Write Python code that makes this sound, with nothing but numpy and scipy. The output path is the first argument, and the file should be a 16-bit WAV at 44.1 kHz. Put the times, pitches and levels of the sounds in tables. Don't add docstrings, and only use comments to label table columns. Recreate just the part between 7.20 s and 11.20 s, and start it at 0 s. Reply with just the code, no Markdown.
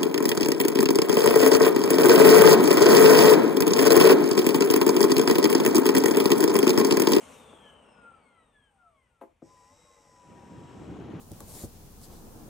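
import sys
import numpy as np
from scipy import signal
from scipy.io import wavfile
from scipy.ndimage import uniform_filter1d, map_coordinates

SR = 44100
rng = np.random.default_rng(int(sys.argv[2]) if len(sys.argv) > 2 else 0)


def master(y):
    cut = np.clip(np.atleast_2d(y).T, -1, 1)
    pcm = np.round(cut * 32767)
    wavfile.write(sys.argv[1], SR, pcm.astype(np.int16))


N = 176400
T = np.arange(N) / SR

# t/s, speed/(turns/s)
FAN_SPEED = [(0, 470), (.15, 420), (.3, 379), (.5, 337), (.7, 299), (.9, 274), (1.1, 236), (1.2, 218),
             (1.4, 184), (1.6, 150), (1.8, 118.3), (1.9, 104.5), (2.1, 82)]
# harmonic, f/Hz, width/Hz, level/dB
FIRST_FAN_TONES = [(5, 1690, 110, -64.5), (5, 1440, 28, -64), (5, 1385, 70, -53.5), (5, 1308, 83, -63),
                   (5, 716, 190, -71.5), (6, 1362, 176, -66.5), (9, 3500, 500, -68.5), (9, 3130, 260, -66),
                   (9, 2660, 700, -76.5), (9, 2070, 380, -73.5), (9, 1696, 81, -68), (9, 1140, 290, -73.5),
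                   (14, 3130, 380, -77.5), (14, 1356, 180, -73.5), (18, 7000, 760, -79),
                   (18, 5300, 520, -82), (18, 4380, 690, -88), (18, 3780, 290, -81), (18, 3440, 300, -80),
                   (18, 3116, 260, -73.5), (18, 2130, 270, -74.5), (27, 3160, 700, -86)]
SECOND_FAN_TONES = [(9, 3500, 280, -70.5), (9, 3130, 620, -69), (9, 1660, 190, -72.5), (9, 1403, 74, -63),
                    (9, 1311, 70, -62)]
# t/s, level/dB
RUSH_FADE = [(0, -51.5), (.2, -54), (.5, -57), (.9, -61), (1.2, -67.5), (1.5, -74), (1.9, -76),
             (2.2, -78.5), (2.4, -120)]
HISS_FADE = [(0, -59), (.13, -58), (.17, -62.5), (.3, -68.5), (.5, -76.5), (1.2, -120)]
BEARING_FADE = [(0, -65), (.5, -74.5), (1.1, -80), (1.95, -90), (2.2, -110)]
# f/Hz, gain/dB
RUSH_COLOUR = [(45, -16), (75, 4.5), (110, -4), (240, 7), (340, -4), (520, 8), (640, -2), (900, 3.5),
               (1300, -3.5), (1900, -13), (3100, -9.5), (4300, -37), (9000, -23.5)]
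HISS_COLOUR = [(1500, -9), (2600, 6), (3700, -4), (4800, -6), (6000, 0.5), (8000, -1.5), (10000, -4.5),
               (12500, 2.5)]
ROOM_COLOUR = [(25, 1), (50, 11.5), (80, 7), (130, 3), (300, -10), (900, -40), (2000, -8), (4000, -23.5),
               (8000, -22), (12500, -23)]
# f/Hz, width/Hz, gain/dB
BEARING_RINGS = [(8145, 350, -1), (8794, 230, -0.95)]

# t/s, relative level/dB, low-pass/Hz, low cut/Hz, tick gain/dB
CONTACTS = [(.329, -38, 1100, 298, -45), (2.012, -33, 1370, 425, -22.5), (2.019, -34.5, 1050, 285, -26),
            (2.0322, -33.5, 670, 280, -35), (2.2196, -41.5, 870, 230, -42), (2.221, -29, 294, 122, -64)]
# f/Hz, gain/dB, t60/s
SHELL_MODES = [(158, -9, 0.13), (256, 0, 0.06), (329, -2.5, 0.106), (393, -7.5, 0.11), (521, -2.5, 0.075),
               (612, -7, 0.11), (693, -2.5, 0.056), (842, -6, 0.09), (924, -5, 0.072), (1040, -5.5, 0.058),
               (1247, -4, 0.03), (1597, -13, 0.06), (2260, -15, 0.032)]

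# t/s, speed/(turns/s)
PUMP_SPEED = [(2.21, 84), (2.26, 91), (2.316, 92.6), (2.43, 90), (2.48, 92), (2.53, 96), (2.62, 99),
              (2.7, 97.3), (2.82, 93.6), (2.99, 90), (3.15, 88.4), (3.3, 87.7), (3.5, 88), (4, 87)]
# t/s, level/dB
WHINE_LEVEL = [(2.22, -83), (2.31, -60.5), (2.45, -61), (2.53, -68.5), (2.62, -85), (2.69, -63),
               (2.82, -74), (2.9, -66), (3, -59.5), (3.25, -60), (3.47, -61), (3.6, -64), (3.72, -75)]
FIZZ_LEVEL = [(2.2, -69), (2.6, -66.5), (3.1, -69.5), (3.65, -69), (3.8, -75.5), (4, -103)]
# harmonic, level/dB
SHAFT_TONES = [(1, -82), (5, -75.5), (6, -73), (9, -75), (13, -84.5), (21, -81), (22, -92)]
# f/Hz, width/Hz, level/dB
SING_RESONANCE = [(3843, 60, -75.5)]
# f/Hz, width/Hz, gain/dB
CASING_RINGS = [(2360, 980, -8.5), (3860, 45, 0.5), (4710, 120, -5), (5090, 100, 1.5), (5580, 400, 0),
                (6510, 155, 2), (7770, 380, 4), (9210, 200, -12), (11100, 540, -15.5)]

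# t/s, level/dB
RUMBLE_SWELL = [(2.2, -110), (2.26, -63.5), (2.4, -72.5), (2.55, -70), (2.8, -73.5), (3.02, -65),
                (3.12, -50), (3.2, -55), (3.33, -48.5), (3.52, -47.5), (3.7, -42), (4, -41.5)]
SPLASH_SWELL = [(2.2, -110), (2.27, -71), (2.95, -69), (3.12, -62.5), (3.22, -62), (3.35, -59.5),
                (3.75, -56), (4, -54)]
# f/Hz, gain/dB
RUMBLE_COLOUR = [(38, -31), (55, -5), (78, -2), (100, 1.5), (135, -1), (200, -2), (280, 1.5), (350, -2),
                 (480, -7.5), (700, -16.5), (1400, -27.5)]
SPLASH_COLOUR = [(300, -24), (550, 0.5), (900, 1), (1400, -4.5), (2000, -10), (3000, -10.5), (4200, -21),
                 (6500, -22), (9000, -36), (12500, -22.5)]

# f/Hz, left-right correlation
LIKENESS = [(60, .985), (125, .9), (250, .78), (500, .6), (1000, .65), (4000, .7), (7500, .75), (9500, -.2),
            (11500, -.8)]
# f/Hz, left minus right/dB
AIR_BALANCE = [(100, 0.75), (500, 3.8), (2000, 4.2), (5000, 0.83), (9000, 0.57)]
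WATER_BALANCE = [(100, 0.24), (250, 0.57), (600, 3), (2000, 3.9), (8000, 0.74)]

SECOND_FAN_RATIO, FAN_STOP_S, TURBULENCE_TURNS = 1.052, 2.03, .035
CRACK_DB, CRACK_T60_S, TICK_T60_S = 2.5, .091, .16
PUMP_START_S, PUMP_RISE_S, GEAR_TEETH, COMMUTATOR_SEGMENTS = 2.215, .04, 11, 3
BRUSH_BOUNCE_TURNS, FAN_FLUTTER_DB, PUMP_FLUTTER_DB = .0003, 2.5, 6
BUBBLES_PER_S, BUBBLE_T60_CYCLES, BUBBLE_DB, CHURN_DB = 92, 12, -4.5, -1.5
ROOM_TONE_DB, ROOM_T60_S, ROOM_WET_DB = -74.5, .26, -7.5


def from_db(db):
    return 10 ** (np.asarray(db) / 20)


def unit_rms(x):
    return x / np.sqrt(np.mean(x ** 2) + 1e-20)


def in_time(rows):
    return np.interp(T, *np.transpose(rows))


def at_hz(rows, hz):
    freqs, values = np.transpose(rows)
    return np.interp(np.log(hz), np.log(freqs), values)


def pan(db):
    return from_db(np.array([[db], [-db]]) / 2)


def decay(t, t60):
    return np.exp(-np.log(1000) * t / t60)


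def butter(x, hz, kind, order=2):
    sos = signal.butter(order, np.clip(hz, 10, .45 * SR), kind, fs=SR, output="sos")
    return signal.sosfilt(sos, x + 1e-18)


def drift(hz):
    hop, settle = 40, 2000
    pole = np.exp(-2 * np.pi * hz * hop / SR)
    white = rng.standard_normal(N // hop + settle + 2)
    slow = signal.lfilter([1], [1, -2 * pole, pole * pole], white)[settle:]
    return np.interp(np.arange(N) / hop, np.arange(len(slow)), unit_rms(slow))


def ring(clicks, hz, t60):
    r, w = decay(1 / SR, t60), 2 * np.pi * hz / SR
    return signal.lfilter([0, np.sin(w)], [1, -2 * r * np.cos(w), r * r], clicks + 1e-18)


def resonate(x, rows):
    return sum((-1) ** k * from_db(db) * signal.lfilter(*signal.iirpeak(hz, hz / width, fs=SR), x)
               for k, (hz, width, db) in enumerate(rows))


def stereo_noise(pair, alike):
    mid, side = pair
    return np.sqrt(1 + alike) * mid + np.sqrt(1 - alike) * side * np.array([[1], [-1]])


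def noise_bed(colour, balance, flicker_db, flicker_hz):
    edges = np.geomspace(colour[0][0], colour[-1][0], 2 * len(colour) + 1)
    out, together, white = 0, drift(flicker_hz), rng.standard_normal((2, 2, N))
    for k, band in enumerate(zip(edges, edges[1:])):
        hz = np.sqrt(band[0] * band[1])
        gain = from_db(at_hz(colour, hz) + flicker_db * (.5 * together + drift(flicker_hz)))
        noise = stereo_noise(butter(white[k % 2], band, "band", order=3), at_hz(LIKENESS, hz))
        out += gain * pan(at_hz(balance, hz)) * noise
    return out / np.std(out.mean(axis=0))


def shaft_turns(speed, wobble):
    return np.cumsum(speed * (1 + wobble * drift(33.7))) / SR


def tone(turns, harmonic):
    return np.sqrt(2) * np.sin(2 * np.pi * (harmonic * turns + rng.random()))


def in_room(x, wet_db):
    t = T[:SR // 2]
    tail = rng.standard_normal((2, len(t))) * decay(t, ROOM_T60_S) * (t > .004)
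    tail /= np.sqrt(np.sum(tail ** 2, axis=1, keepdims=True))
    return x + from_db(wet_db) * signal.fftconvolve(x[None], tail, axes=1)[:, :N]


def fan_tones():
    out = 0
    for ratio, resonances in ((1, FIRST_FAN_TONES), (SECOND_FAN_RATIO, SECOND_FAN_TONES)):
        speed = ratio * in_time(FAN_SPEED)
        turns = shaft_turns(speed, wobble=.00205)
        turns += TURBULENCE_TURNS * (speed / speed.max()) ** 4 * drift(83)
        for harmonic in sorted({row[0] for row in resonances}):
            swell = sum(from_db(db) / (1 + ((harmonic * speed - hz) / width) ** 2) ** 4
                        for k, hz, width, db in resonances if k == harmonic)
            out += swell * tone(turns, harmonic) * from_db(FAN_FLUTTER_DB * drift(7.6))
    fade_out = np.clip((FAN_STOP_S - T) / .017, 0, 1)
    return pan(db=5) * in_room(out * fade_out, wet_db=-6)


def fan_air():
    rush = noise_bed(RUSH_COLOUR, AIR_BALANCE, flicker_db=.9, flicker_hz=30)
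    hiss = noise_bed(HISS_COLOUR, AIR_BALANCE, flicker_db=1.8, flicker_hz=12)
    return from_db(in_time(RUSH_FADE)) * rush + from_db(in_time(HISS_FADE)) * hiss


def fan_bearings():
    noise = stereo_noise(rng.standard_normal((2, N)), alike=.69)
    singing = resonate(resonate(noise, BEARING_RINGS), BEARING_RINGS)
    return from_db(in_time(BEARING_FADE) + 2.14 * drift(36)) * unit_rms(singing)


def room_tone():
    return from_db(ROOM_TONE_DB) * noise_bed(ROOM_COLOUR, AIR_BALANCE, flicker_db=-.5, flicker_hz=20)


def clunks():
    out, t = 0, T[:SR // 2]
    click = 1. * (t == 0)
    body = sum((-1) ** k * from_db(db) * ring(click, hz, t60)
               for k, (hz, db, t60) in enumerate(SHELL_MODES))
    for start_s, db, soft_hz, cut_hz, tick_db in CONTACTS:
        white = rng.standard_normal(len(t))
        crack = from_db(CRACK_DB) * white * decay(t, CRACK_T60_S)
        tick = from_db(tick_db) * white * decay(t, TICK_T60_S)
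        thud = butter(body + crack, soft_hz, "low")
        hit = butter(thud + tick, cut_hz, "high", order=3)
        out += from_db(db - 9) * np.pad(hit, (int(start_s * SR), N))[:N]
    return pan(db=3.5) * in_room(out, ROOM_WET_DB)


def pump_whine(turns):
    gears = from_db(in_time(WHINE_LEVEL)) * tone(turns, GEAR_TEETH)
    shaft = sum(from_db(db + PUMP_FLUTTER_DB * drift(34)) * tone(turns, k) for k, db in SHAFT_TONES)
    overtone = resonate(tone(turns, harmonic=39), SING_RESONANCE)
    return pan(db=5.5) * in_room(gears + shaft + overtone, wet_db=-14)


def brush_track(turns):
    roughness = rng.standard_normal((2, 300))
    scrape = [map_coordinates(row, [turns % 1 * len(row)], order=3, mode="grid-wrap")
              for row in roughness]
    return drift(1) * np.array(scrape)


def brush_fizz(turns):
    scrape = sum(brush_track(turns + BRUSH_BOUNCE_TURNS * drift(66)) for _ in range(3))
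    scrape /= np.sqrt(uniform_filter1d(scrape ** 2, size=900, axis=1) + 1e-9)
    scrape += .53 * rng.standard_normal((2, N))
    scrape *= 1 + .11 * np.cos(2 * np.pi * turns)
    scrape *= 1 + .2 * np.cos(2 * np.pi * COMMUTATOR_SEGMENTS * turns)
    casing = resonate(stereo_noise(scrape, alike=.8), CASING_RINGS)
    return from_db(in_time(FIZZ_LEVEL)) * unit_rms(casing)


def pump():
    turns = shaft_turns(in_time(PUMP_SPEED), wobble=.00196)
    fade_in = np.clip((T - PUMP_START_S) / PUMP_RISE_S, 0, 1)
    return fade_in * (pump_whine(turns) + brush_fizz(turns))


def bubbles():
    births = rng.random(N) < BUBBLES_PER_S / SR
    strength_db = 4 * np.minimum(rng.exponential(1, N), 3)
    kicks = births * from_db(strength_db) * rng.choice([-1, 1], N)
    pitches_hz = np.geomspace(125.7, 315, 20)
    pick = rng.integers(0, len(pitches_hz), N)
    rings = sum(ring(kicks * (pick == k), hz, BUBBLE_T60_CYCLES / hz) for k, hz in enumerate(pitches_hz))
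    return unit_rms(in_room(butter(rings, hz=90.5, kind="high"), ROOM_WET_DB))


def water():
    bubbling = from_db(BUBBLE_DB) * bubbles()
    churn = from_db(CHURN_DB) * noise_bed(RUMBLE_COLOUR, WATER_BALANCE, flicker_db=1.5, flicker_hz=34)
    splash = noise_bed(SPLASH_COLOUR, WATER_BALANCE, flicker_db=1.5, flicker_hz=77)
    return from_db(in_time(RUMBLE_SWELL)) * (bubbling + churn) + from_db(in_time(SPLASH_SWELL)) * splash


def scene():
    return fan_tones() + fan_air() + fan_bearings() + room_tone() + clunks() + pump() + water()


def record(dry):
    dip_hz, dip_width_hz, cutoff_hz = 4960, 220, 12600
    notched = signal.lfilter(*signal.iirnotch(dip_hz, dip_hz / dip_width_hz, fs=SR), dry)
    return signal.sosfilt(signal.ellip(10, .2, 70, cutoff_hz, fs=SR, output="sos"), notched)


dry = scene()
out = record(dry)
master(out)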